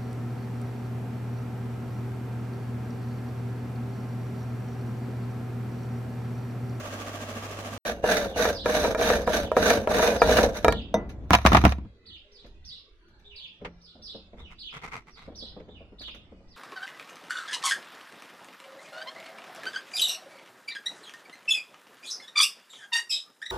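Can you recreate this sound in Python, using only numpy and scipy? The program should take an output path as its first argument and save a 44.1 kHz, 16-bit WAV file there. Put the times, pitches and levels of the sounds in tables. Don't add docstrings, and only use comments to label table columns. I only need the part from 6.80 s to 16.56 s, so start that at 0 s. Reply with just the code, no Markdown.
import sys
import numpy as np
from scipy import signal
from scipy.fft import rfft, irfft, next_fast_len
from scipy.io import wavfile
from scipy.ndimage import uniform_filter1d, map_coordinates

SR = 44100
rng = np.random.default_rng(int(sys.argv[2]) if len(sys.argv) > 2 else 0)


def generate_wav(signal):
    frames = np.transpose(np.atleast_2d(signal))
    scaled = np.clip(frames, -1, 1) * 32767
    pcm = np.round(scaled).astype(np.int16)
    wavfile.write(sys.argv[1], SR, pcm)


N = 430416
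TIME_S = np.arange(N) / SR
LIFE_S = TIME_S[:SR * 3 // 4]


def amp(db):
    return 10 ** (np.asarray(db) / 20)


def unit(x):
    return x / np.sqrt(np.mean(x ** 2) + 1e-20)


def peaked(x):
    return x / np.abs(x).max()


def along(points, hz):
    f, v = np.transpose(points)
    return np.interp(np.log(hz + 1), np.log(f + 1), v)


def random_offset(rate):
    knots = rng.standard_normal(int(N * rate / SR) + 4)
    return map_coordinates(knots, [TIME_S * rate / SR])


def filtered(x, response):
    size = next_fast_len(x.shape[-1] + SR // 4, True)
    spectrum = rfft(x, size) * response(np.fft.rfftfreq(size, 1 / SR))
    return irfft(spectrum, size)[..., :x.shape[-1]]


def colour(points):
    return lambda hz: amp(along(points, hz))


def body(peaks):
    def response(hz):
        total = 0
        for k, (centre, width, db) in enumerate(peaks):
            damping = 1j * hz * width
            total = total + (-1) ** k * amp(db) * damping / (centre * centre - hz * hz + damping)
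        return total
    return response


# (frequency [Hz], correlation [-1 to 1])
CORRELATION = [(60, .93), (300, 0.92), (640, 0.91), (1300, 0.16), (3000, -0.15), (12000, -0.16)]


def spread(pair, response):
    def split(hz):
        turn = np.arccos(np.clip(along(CORRELATION, hz), -1, 1)) / 2
        return response(hz) * np.array([np.cos(turn), np.sin(turn)])
    mid, side = filtered(pair, split)
    return unit(np.array([mid + side, mid - side]))


def noise(size=N):
    return rng.standard_normal((2, size))


def grains(rate_hz, scatter):
    struck = rng.random(N) < rate_hz / SR
    sizes = np.exp(scatter * np.clip(rng.standard_normal(N), -2, 2))
    return unit(noise() * struck * sizes)


def patchy(depth_db):
    z = signal.stft(noise(), nperseg=1024)[2]
    field = uniform_filter1d(rng.standard_normal(z.shape[1:]), size=3, axis=0)
    field = uniform_filter1d(field, size=16, axis=1)
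    return signal.istft(z * amp(depth_db * unit(field)), nperseg=1024)[1][:, :N]


def catches(rate_hz, t60_s):
    jolts = (rng.random(N) < rate_hz / SR) * rng.uniform(.4, 1, N)
    return unit(signal.lfilter([1], [1, -amp(-60 / (t60_s * SR))], jolts))


STROKE_ATTACK_S = 0.018


def strokes(rows, arch_db, fall_db_per_s):
    gain = np.zeros(N)
    for s, length, db in rows:
        off_centre = np.clip(2 * (TIME_S - s) / length - 1, -1, 1)
        early = np.maximum(s - TIME_S, 0)
        late = np.maximum(TIME_S - s - length, 0)
        shape_db = -arch_db * off_centre ** 2 - 20 * early / STROKE_ATTACK_S - fall_db_per_s * late
        gain = np.maximum(gain, amp(db + np.maximum(shape_db, -120)))
    return gain


def pan(left_minus_right_db):
    return amp([[left_minus_right_db / 2], [-left_minus_right_db / 2]])


def rise(attack_s):
    return 1 - np.exp(-LIFE_S / attack_s)


def dying(decays):
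    hz, t, z = signal.stft(noise(len(LIFE_S)), SR, nperseg=256)
    decay = amp(-60 * t / along(decays, hz)[:, None])
    return signal.istft(z * decay, SR, nperseg=256)[1][:, :len(LIFE_S)]


def ringing(modes, treble_db=0, attack_s=0.00016):
    out = 0
    for hz, db, t60_s in modes:
        high = np.clip(np.log2(hz / 800) / 2, 0, 1)
        phase = 2 * np.pi * (hz * LIFE_S + rng.random() + high * rng.random((2, 1)) / 2)
        level_db = db + high * treble_db + 2 * rng.standard_normal()
        out = out + amp(level_db - 60 * LIFE_S / t60_s) * np.sin(phase)
    return peaked(out * rise(attack_s))


def burst(response, t60_s):
    return peaked(spread(noise(len(LIFE_S)) * amp(-60 * LIFE_S / t60_s), response))


def crack(spectrum, t60_s):
    return burst(colour(spectrum), t60_s)


def add(track, s, sound):
    part = track[..., round(s * SR):][..., :sound.shape[-1]]
    part += sound[..., :part.shape[-1]]


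# (frequency [Hz], density [dB per Hz])
CRUNCH = [(82, -41), (140, -27), (192, -7.5), (230, 2), (369, -9.5), (605, -5), (934, -23.5), (1160, -4),
          (1390, -12.5), (2940, -15.5), (4640, -22.5), (6490, -20.5), (7910, -28), (14000, -32),
          (15800, -42)]
# (frequency [Hz], width [Hz], level [dB])
CASTING = [(245, 40, -3), (653, 210, 10), (1155, 27, 7.5), (1593, 30, 9.5), (2540, 54, -8.5),
           (2680, 79, 1.5)]
# (frequency [Hz], level [dB])
HUM = [(50.5, -60), (101, -44)]
SURGE_HZ, FIRST_SURGE_S = 13.7, .058
GRIND_DB, SURGE_DB, LOAD_DB = -38.5, 2.5, 1.3


def grinding():
    surge = np.cos(2 * np.pi * SURGE_HZ * (TIME_S - FIRST_SURGE_S) + .3 * random_offset(4))
    crush = grains(rate_hz=5000, scatter=0.35) + amp(-3) * unit(patchy(depth_db=3))
    crunch = spread(crush * amp(SURGE_DB * surge + .8 * random_offset(40)), colour(CRUNCH))
    casting = spread(noise() * amp(1.1 * surge), body(CASTING))
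    hum = sum(amp(db + 3) * np.sin(2 * np.pi * hz * TIME_S + .12 * random_offset(6)) for hz, db in HUM)
    rumble = spread(noise(), colour([(25, -8), (80, -2), (150, -0.5), (400, -41), (2000, -102)]))
    load = amp(GRIND_DB + LOAD_DB * random_offset(12))
    return (load * (crunch + amp(-4.5) * casting) + hum + amp(-53) * rumble) * pan(-1.4)


# (frequency [Hz], left minus right [dB])
SCRAPE_BALANCE = [(600, 0), (1300, -4), (2500, -1.5), (5000, -6), (7000, -2), (9000, 3), (14000, 2)]


def off_axis(x):
    return filtered(x, lambda hz: amp(along(SCRAPE_BALANCE, hz) * np.array([[.5], [-.5]])))


# (time [s], length [s], chatter level [dB], rasp level [dB], table sway level [dB])
PUSHES = [(1.034, 0.1, -31, -38, -45.5), (1.241, .22, -24.5, -31.5, -42.5), (1.566, 0.14, -24, -28, -39),
          (1.86, 0.24, -23.5, -30.5, -37), (2.185, .2, -22.5, -29, -34.5), (2.473, 0.16, -25.5, -33.5, -37),
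          (2.77, 0.21, -21.5, -28.5, -34.5), (3.097, .265, -22.5, -30.5, -37.5),
          (3.423, 0.24, -20, -29, -29.5), (3.747, 0.051, -34.5, -37.5, -40),
          (3.85, 0.059, -34.5, -51, -26.5)]
# (frequency [Hz], width [Hz], level [dB])
BARREL = [(450, 45, -2), (496, 43, -1.5), (636.6, 131, 1), (678.4, 155, 1), (866, 280, -14.5)]
# (frequency [Hz], width [Hz], level [dB])
TABLE_LEGS = [(100, 6, -7.5), (176, 16, -1.5), (213, 27, 4.5), (291, 130, -3.5)]
# (frequency [Hz], width [Hz], level [dB])
THREAD = [(1150, 54, -12), (1400, 25, -5), (1730, 48, -1), (2360, 140, -8), (2920, 37, -11),
          (3608, 100, -4.5), (3990, 450, -9), (4880, 75, -13.5), (5470, 82, -9.5), (6190, 86, -4),
          (8730, 67, -19), (10550, 99, -14.5), (11300, 42, -13.5), (11600, 70, -15), (14150, 140, -20),
          (15250, 150, -20.5)]
# (frequency [Hz], density [dB per Hz])
RASP = [(530, -30.5), (900, -6), (1540, -1.5), (1700, -1.5), (3290, -13), (3750, -11), (5180, -20),
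        (6200, -15.5), (7700, -25), (10600, -24), (13000, -27.5), (14200, -29), (15800, -30.5)]
CHATTER_ARCH_DB, RASP_ARCH_DB = 3, 10.5
CHATTER_FALL_DB_PER_S, RASP_FALL_DB_PER_S = 167.5, 229.5
CHATTER_HZ, CHATTER_RISE_HZ, CHATTER_OFFSET_HZ = 540, 55, 48
CHATTER_SAG_HZ_PER_S = 250


def unscrewing():
    s, length, chatter_db, rasp_db, _ = np.transpose(PUSHES)
    body_gain = strokes(zip(s, length, chatter_db), CHATTER_ARCH_DB, CHATTER_FALL_DB_PER_S)
    rasp_gain = strokes(zip(s, length, rasp_db), RASP_ARCH_DB, RASP_FALL_DB_PER_S)
    speed = peaked(rasp_gain)
    chatter = unit(amp(2 * random_offset(70)) + .7 * catches(rate_hz=70, t60_s=.035))
    barrel = spread(grains(rate_hz=1200, scatter=0.35) * chatter, body(BARREL))

    since_push_s = TIME_S - s[np.maximum(np.searchsorted(s, TIME_S) - 1, 0)]
    pitch_hz = CHATTER_HZ + CHATTER_RISE_HZ * speed - CHATTER_SAG_HZ_PER_S * since_push_s
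    pitch_hz = pitch_hz + CHATTER_OFFSET_HZ * random_offset(22)
    phase = 2 * np.pi * np.cumsum(pitch_hz) / SR
    tone = random_offset(120) * np.cos(phase) + random_offset(120) * np.sin(phase)
    groan = unit(tone * amp(3 * random_offset(22)))

    legs = spread(noise() * chatter, body(TABLE_LEGS))
    metal = spread(grains(rate_hz=2000, scatter=.25) * chatter, body(THREAD))
    grit = grains(rate_hz=2500, scatter=0.14) * chatter
    casting_tail = dying([(1000, 0.054), (12000, 0.1)])
    rasp = spread(signal.fftconvolve(grit, casting_tail, axes=1)[:, :N], colour(RASP))
    shifting = spread(patchy(depth_db=7.0) * chatter, colour(RASP))
    upper = amp(-1.0) * metal + amp(1.5) * rasp + amp(-1.5) * shifting
    lower = amp(-2.5) * barrel + amp(-6.0) * groan + amp(-10) * legs
    return body_gain * lower + off_axis(rasp_gain * upper + rattling(metal, grit))


# (time [s], length [s], level [dB])
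ROCKS = [(4.145, .34, -37.5), (4.66, .22, -26.5)]
# (time [s], length [s], level [dB])
STEADYING = (1.053, 4.0, -42)
# (time [s], length [s], level [dB])
LEANS = [(5.63, 0.097, -53.5), (6.3, 0.16, -58.5), (6.81, .1, -45.5), (7.15, 0.54, -53), (7.58, 0.035, -42),
         (8.0, 0.18, -56), (8.45, 0.61, -47), (9.1, 0.62, -51)]
SWAY_FALL_DB_PER_S = 129.5


def table():
    s, length, _, _, sway_db = np.transpose(PUSHES)
    shake = strokes(zip(s, length, sway_db), arch_db=-1.5, fall_db_per_s=SWAY_FALL_DB_PER_S)
    rocking = strokes(list(ROCKS) + [STEADYING], arch_db=2, fall_db_per_s=180)
    sway = spread(noise(), body([(61.7, 19, -3), (30, 8.3, -18)]))
    drone = spread(noise(), body(TABLE_LEGS))
    shaking = np.maximum(shake, rocking) * sway + (amp(-7) * shake + amp(-10.0) * rocking) * drone
    shaking = filtered(shaking, colour([(700, -0.5), (2000, -11.5), (8000, -45)]))
    leaning = spread(noise(), colour([(25, -5), (60, 5.5), (130, -8.0), (300, -13.5), (600, -17.5),
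                                      (1500, -30.5), (6000, -85)]))
    return shaking + amp(-4.5) * strokes(LEANS, arch_db=0.5, fall_db_per_s=100) * leaning


# (frequency [Hz], density [dB per Hz])
GARDEN = [(22, 0), (61, -0.5), (130, -18), (216, -14), (420, -17.5), (800, -30), (1400, -26), (2400, -29),
          (3700, -31), (6500, -44.5), (12000, -63.5), (15800, -78)]
GARDEN_DB = -55.5


def garden_air():
    level = amp(GARDEN_DB + 1.9 * random_offset(3))
    return level * spread(patchy(depth_db=6.5), colour(GARDEN)) * pan(-1.5)


# (frequency [Hz], t60 [s])
YARD = [(200, 0.37), (1500, 0.36), (3500, 0.42), (6000, 0.18), (14000, 0.092)]


def yard(x):
    tail = unit(dying(YARD)) / np.sqrt(len(LIFE_S))
    return signal.fftconvolve(np.atleast_2d(x), tail, axes=1)[:, :N]


# (time [s], level [dB], treble level [dB])
KNOCKS = [(1.052, -35.5, -12.5), (1.241, -11, -57), (1.654, -10, -23.5), (1.859, -11, -17),
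          (2.046, -11.5, -30), (2.148, -14, -21), (2.213, -10, -24), (2.302, -8.5, -16), (2.476, -9, -43),
          (2.717, -12, -49.5), (2.767, -7.5, -28.5), (2.904, -9.5, -8.5), (3.074, -10, -60),
          (3.194, -12.5, -23), (3.228, -9.5, -23), (3.418, -2.5, -26.5), (3.495, -12.5, -13.5),
          (3.569, -17.5, -18.5), (3.586, -7, -21.5), (3.846, -5, -19), (3.882, -5, -16.5), (3.924, -18, -6)]
# (frequency [Hz], level [dB], t60 [s])
RING = [(506, 8.5, 0.026), (597, -2.5, 0.037), (627, 0.5, 0.058), (675, -7.5, .08), (954.6, -6.5, 0.12),
        (1274, -1.5, 0.045), (1390, -11, 0.15), (1673, -4, 0.065), (1840, -13.5, 0.13), (2360, -7, 0.062),
        (3810, -15, 0.1), (5490, -24, .08), (6460, -31, 0.13), (10380, -38.5, 0.15), (11060, -45.5, .08)]
# (frequency [Hz], density [dB per Hz])
TOP = [(180, -44.5), (300, -5), (519, -7.5), (711, 9.5), (882, 1), (990, 7.5), (1360, 3), (1500, -8.5),
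       (2420, -8.5), (5200, -38.5), (6240, -36), (6780, -45), (15800, -50.5)]
# (frequency [Hz], density [dB per Hz])
STEEL = [(500, -13), (1400, 2.5), (2400, 3), (4000, -6), (6200, -11.5), (8000, -20.5), (15800, -27)]


def knocks():
    out = np.zeros((2, N))
    for s, db, treble_db in KNOCKS:
        barrel = burst(body(BARREL), t60_s=0.14)
        chip = amp(treble_db + 8.5) * crack(RASP, t60_s=0.019)
        chip = chip + amp(-6.5) * crack(TOP, t60_s=0.019) + amp(-20.5) * crack(STEEL, t60_s=0.0056)
        ring = ringing(RING, .5 * (treble_db + 10.5))
        add(out, s, amp(db) * (ring + amp(-7.5) * barrel + chip * pan(-3.5)))
    return out


# (time from start [s], pitch [Hz], level [dB])
CHIRP = [(0, 3270, -14.5), (.012, 5800, -9), (.03, 5183, -9), (.05, 4712, 0.5), (.062, 3116, -16.5),
         (.076, 3568, -1), (.092, 4242, -5.5), (.12, 2792, -17), (.14, 5220, -16.5), (.165, 4600, -21.5)]
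CHEEP = [(0, 3302, -6.5), (.011, 4770, 0), (.045, 3432, -0.5), (.06, 2867, -4), (.08, 3730, 3),
         (.113, 2503, -1.5), (.119, 4135, -26.5), (.126, 5000, -10.5), (.138, 4554, -31)]
CHUP = [(0, 3384, -5.5), (.025, 3725, -3), (.055, 3280, -12), (.075, 2900, 1.5), (.108, 2370, -6.5)]
# (time [s], level [dB])
CHIRPS = [(1.72, -36.5), (2.41, -53), (3.36, -38), (5.512, -51.5), (5.843, -40.5), (7.008, -50.5),
          (7.217, -39), (8.3, -53), (8.548, -39.5), (9.675, -56.5)]
CHEEPS = [(2.57, -51), (3.893, -45.5), (5.255, -51), (6.552, -46.5), (7.784, -44.5), (9.185, -44.5)]
CHUPS = [(1.47, -48.5), (6.445, -51), (7.584, -53), (8.888, -55)]


def sparrow():
    song = np.zeros(N)
    for syllable, calls in ((CHIRP, CHIRPS), (CHEEP, CHEEPS), (CHUP, CHUPS)):
        knots_s, hz, shape_db = np.transpose(syllable)
        t = TIME_S[TIME_S < knots_s[-1]]
        for s, db in calls:
            hoarse = unit(uniform_filter1d(rng.standard_normal(len(LIFE_S)), size=90))[:len(t)]
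            flutter = 0.034 * np.sin(2 * np.pi * 300 * t) + 0.024 * hoarse
            phase = 2 * np.pi * np.cumsum(np.interp(t, knots_s, hz) * (1 + flutter)) / SR
            voice = np.sin(phase) + amp(-27.5) * np.sin(2 * phase)
            add(song, s, amp(db + np.interp(t, knots_s, shape_db)) * voice)
    return song


# (delay [s], level [dB])
WALLS = [(.021, -23.5), (0.04, -41), (.066, -19), (0.108, -18)]


def from_afar(song):
    direct = np.array([song, np.roll(song, shift=3)])
    echoes = np.zeros((2, N))
    for delay_s, db in WALLS:
        for channel in echoes:
            add(channel, delay_s + 0.0012 * rng.random(), amp(db) * song)
    arrival = amp(-3) * direct + echoes + yard(song)
    return amp(1.5) * arrival * pan(-3.5)


# (time [s], level [dB])
CLINK = (4.142, -7.5)
# (frequency [Hz], level [dB], t60 [s])
FREE_RING = [(205.6, -5.5, .2), (443, -11, 0.25), (493.2, 3, 0.063), (641, 2.5, .08), (715, -9.5, 0.072),
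             (930, -8, 0.098), (996, -18, 0.17), (1390, -27.5, 0.5), (1660, -22, .1), (2000, -18, .3),
             (3640, -13, 0.078), (5370, -21.5, 0.075), (6060, -13.5, 0.085), (11060, -36, 0.06),
             (14140, -29, 0.052)]


def clink():
    out = np.zeros((2, N))
    s, db = CLINK
    knock = crack([(100, -5.5), (200, 4), (700, -2), (1100, -11), (2500, -27), (8000, -59)], t60_s=0.34)
    scrape = crack(RASP, t60_s=.025)
    add(out, s, amp(db) * (ringing(FREE_RING) + amp(-15.0) * scrape + amp(-13) * knock))
    return out


# (time [s], level [dB])
TICKS = [(4.29, -42), (4.415, -68), (4.434, -63.5), (5.66, -55.5), (6.2806, -61.5), (6.3924, -60),
         (9.213, -44.5), (9.274, -51), (9.344, -47)]


def ticks():
    out = np.zeros((2, N))
    for s, db in TICKS:
        scratch = burst(body(THREAD), t60_s=.13)
        hiss = crack(STEEL, t60_s=.13)
        add(out, s, amp(db) * rise(attack_s=0.0037) * (amp(1.5) * scratch + amp(4.5) * hiss))
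    return out


# (time [s], level [dB], thump level [dB], treble level [dB])
CLATTER = [(4.507, -1, -10, -28.5), (4.533, -3, -14, -13), (4.54, -3, -13.5, -15.5),
           (4.55, -5.5, -14.5, -9.5), (4.586, -19, -13.5, -19), (4.651, -3, -4, -29.5),
           (4.662, -3, -15, -11), (4.67, -7, -9.5, -9.5), (4.719, -6.5, -5.5, -26.5),
           (4.731, -7.5, -2.5, -16.5), (4.748, 3, -13, -25.5), (4.769, -4.5, -7, -13.5),
           (4.819, -24, -8, -27.5), (4.839, -10, 3, -23.5), (4.852, 0.5, -12, -20),
           (4.866, -13, 5.5, -18.5), (4.922, -19.5, -18.5, -11), (4.984, -37, 13.5, -22),
           (5.05, -49.5, 18.5, -28.5)]
# (frequency [Hz], t60 [s])
TOP_DECAY = [(300, 0.061), (1000, 0.049), (3000, 0.077), (12000, 0.056)]
# (frequency [Hz], level [dB], t60 [s])
THUMP = [(68, -4.5, 0.43), (108, -4, 0.25), (160, -6.5, 0.09), (195, -3, 0.17), (232.2, -0.5, 0.061),
         (297, -2.5, 0.053)]


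def clatter():
    out = np.zeros((2, N))
    for s, db, thump_db, treble_db in CLATTER:
        board = peaked(spread(dying(TOP_DECAY), colour(TOP)))
        steel = amp(-6.5) * ringing(RING, treble_db=10) + amp(4.5) * crack(STEEL, t60_s=0.028)
        thump = amp(thump_db - 2) * ringing(THUMP)
        add(out, s, amp(db) * (amp(-2.5) * board + amp(treble_db + 6.5) * steel + thump))
    return out * pan(-.3)


# (time [s], length [s], level [dB])
RATTLES = [(4.527, 0.025, -16), (4.575, 0.081, -40.5), (4.654, 0.073, -26), (4.72, .07, -22),
           (4.812, .01, -26.5), (4.84, 0.08, -32.5)]


def rattling(metal, grit):
    skid = amp(-11) * metal + amp(-8) * spread(grit, colour(TOP)) + amp(-12) * spread(grit, colour(STEEL))
    return strokes(RATTLES, arch_db=6, fall_db_per_s=451.5) * skid


# (time [s], length [s], frequency [Hz], level [dB])
FAR_TONES = [(5.396, 0.44, 410, -66.5), (6.425, 0.18, 410, -63.5)]


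def far_tones():
    out = np.zeros(N)
    for s, length, hz, db in FAR_TONES:
        t = TIME_S[TIME_S < length]
        add(out, s, amp(db + 4.0) * np.sin(np.pi * t / length) * np.sin(2 * np.pi * hz * t))
    return out


# (time [s], level [dB], tick level [dB])
TAPS = [(5.644, -36, -13.5), (6.813, -27.5, -24), (6.847, -27.5, 0.5), (7.152, -38, -41), (7.191, -42, -35),
        (7.344, -29.5, -39), (7.381, -41.5, -35), (7.529, -34, -23), (7.599, -45, -25), (8.475, -28, -35),
        (8.519, -36.5, -22), (8.622, -33, -30), (8.764, -28, -32), (8.798, -32.5, -14.5),
        (8.881, -34, -23.5), (9.005, -34, -31.5), (9.121, -37.5, -25), (9.203, -39, -22), (9.279, -43, 2),
        (9.342, -40.5, -5), (9.517, -35.5, -27), (9.602, -43.5, -24)]
# (frequency [Hz], level [dB], t60 [s])
PLATE = [(191.6, -10, 0.74), (225.7, 0.5, 0.18), (314, -8, 0.23), (455.5, 0.5, 0.13), (539.5, 2.5, 0.11),
         (636, -0.5, 0.089)]
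# (frequency [Hz], density [dB per Hz])
NAIL = [(100, 4), (450, -18), (900, -1.5), (1300, -2), (1750, -4.5), (2100, -0.5), (2960, -9), (6350, -28),
        (15800, -60)]


def fingers():
    out = np.zeros((2, N))
    for s, db, tick_db in TAPS:
        pitch_factor = rng.uniform(.88, 1.12)
        modes = [(hz * pitch_factor, level_db, t60_s) for hz, level_db, t60_s in PLATE]
        bump = ringing(modes, attack_s=0.0025)
        pad = crack([(100, -8), (230, 5), (700, -5.0), (1500, -19.5), (5000, -54.5)], t60_s=0.163)
        nail = amp(tick_db + 5) * crack(NAIL, t60_s=0.085)
        add(out, s, amp(db) * rise(attack_s=.003) * (amp(-6) * bump + amp(-8) * pad + nail))
    return out


# (time [s], length [s], level [dB])
RUBS = [(7.58, 0.042, -60), (7.705, 0.031, -58.5), (7.93, 0.057, -47.5), (8.02, 0.068, -47),
        (8.122, 0.0574, -42.5), (8.275, 0.024, -55), (8.368, 0.097, -58)]
# (frequency [Hz], density [dB per Hz])
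POWDER = [(59, -41.5), (100, -10), (135, 5.5), (356, -13.5), (450, -1), (568, -14), (717, -5.5),
          (1300, 1.5), (1750, -9.5), (2070, 3.5), (2960, -14), (6350, -21.5), (15800, -42)]


def powder():
    slips = grains(rate_hz=1400, scatter=0.171) * amp(3.3 * random_offset(120))
    pressure = strokes(RUBS, arch_db=6.5, fall_db_per_s=499)
    return amp(6.5) * pressure * spread(slips, colour(POWDER)) * pan(-1.1)


# (grinding end [s], dismantling start [s])
CUT = (.979, 1.051)


def scene():
    work = unscrewing() + knocks() + clink() + ticks() + clatter() + fingers() + powder()
    garden = garden_air() + from_afar(sparrow()) + far_tones()
    dismantling = work + amp(-27.5) * yard(work) + table() + garden
    return grinding() * (TIME_S < CUT[0]) + dismantling * (TIME_S > CUT[1])


TOP_HZ = 16100


def record(dry):
    return filtered(np.clip(dry, -1, 1), lambda hz: hz < TOP_HZ)


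dry = scene()
out = record(dry)
generate_wav(out)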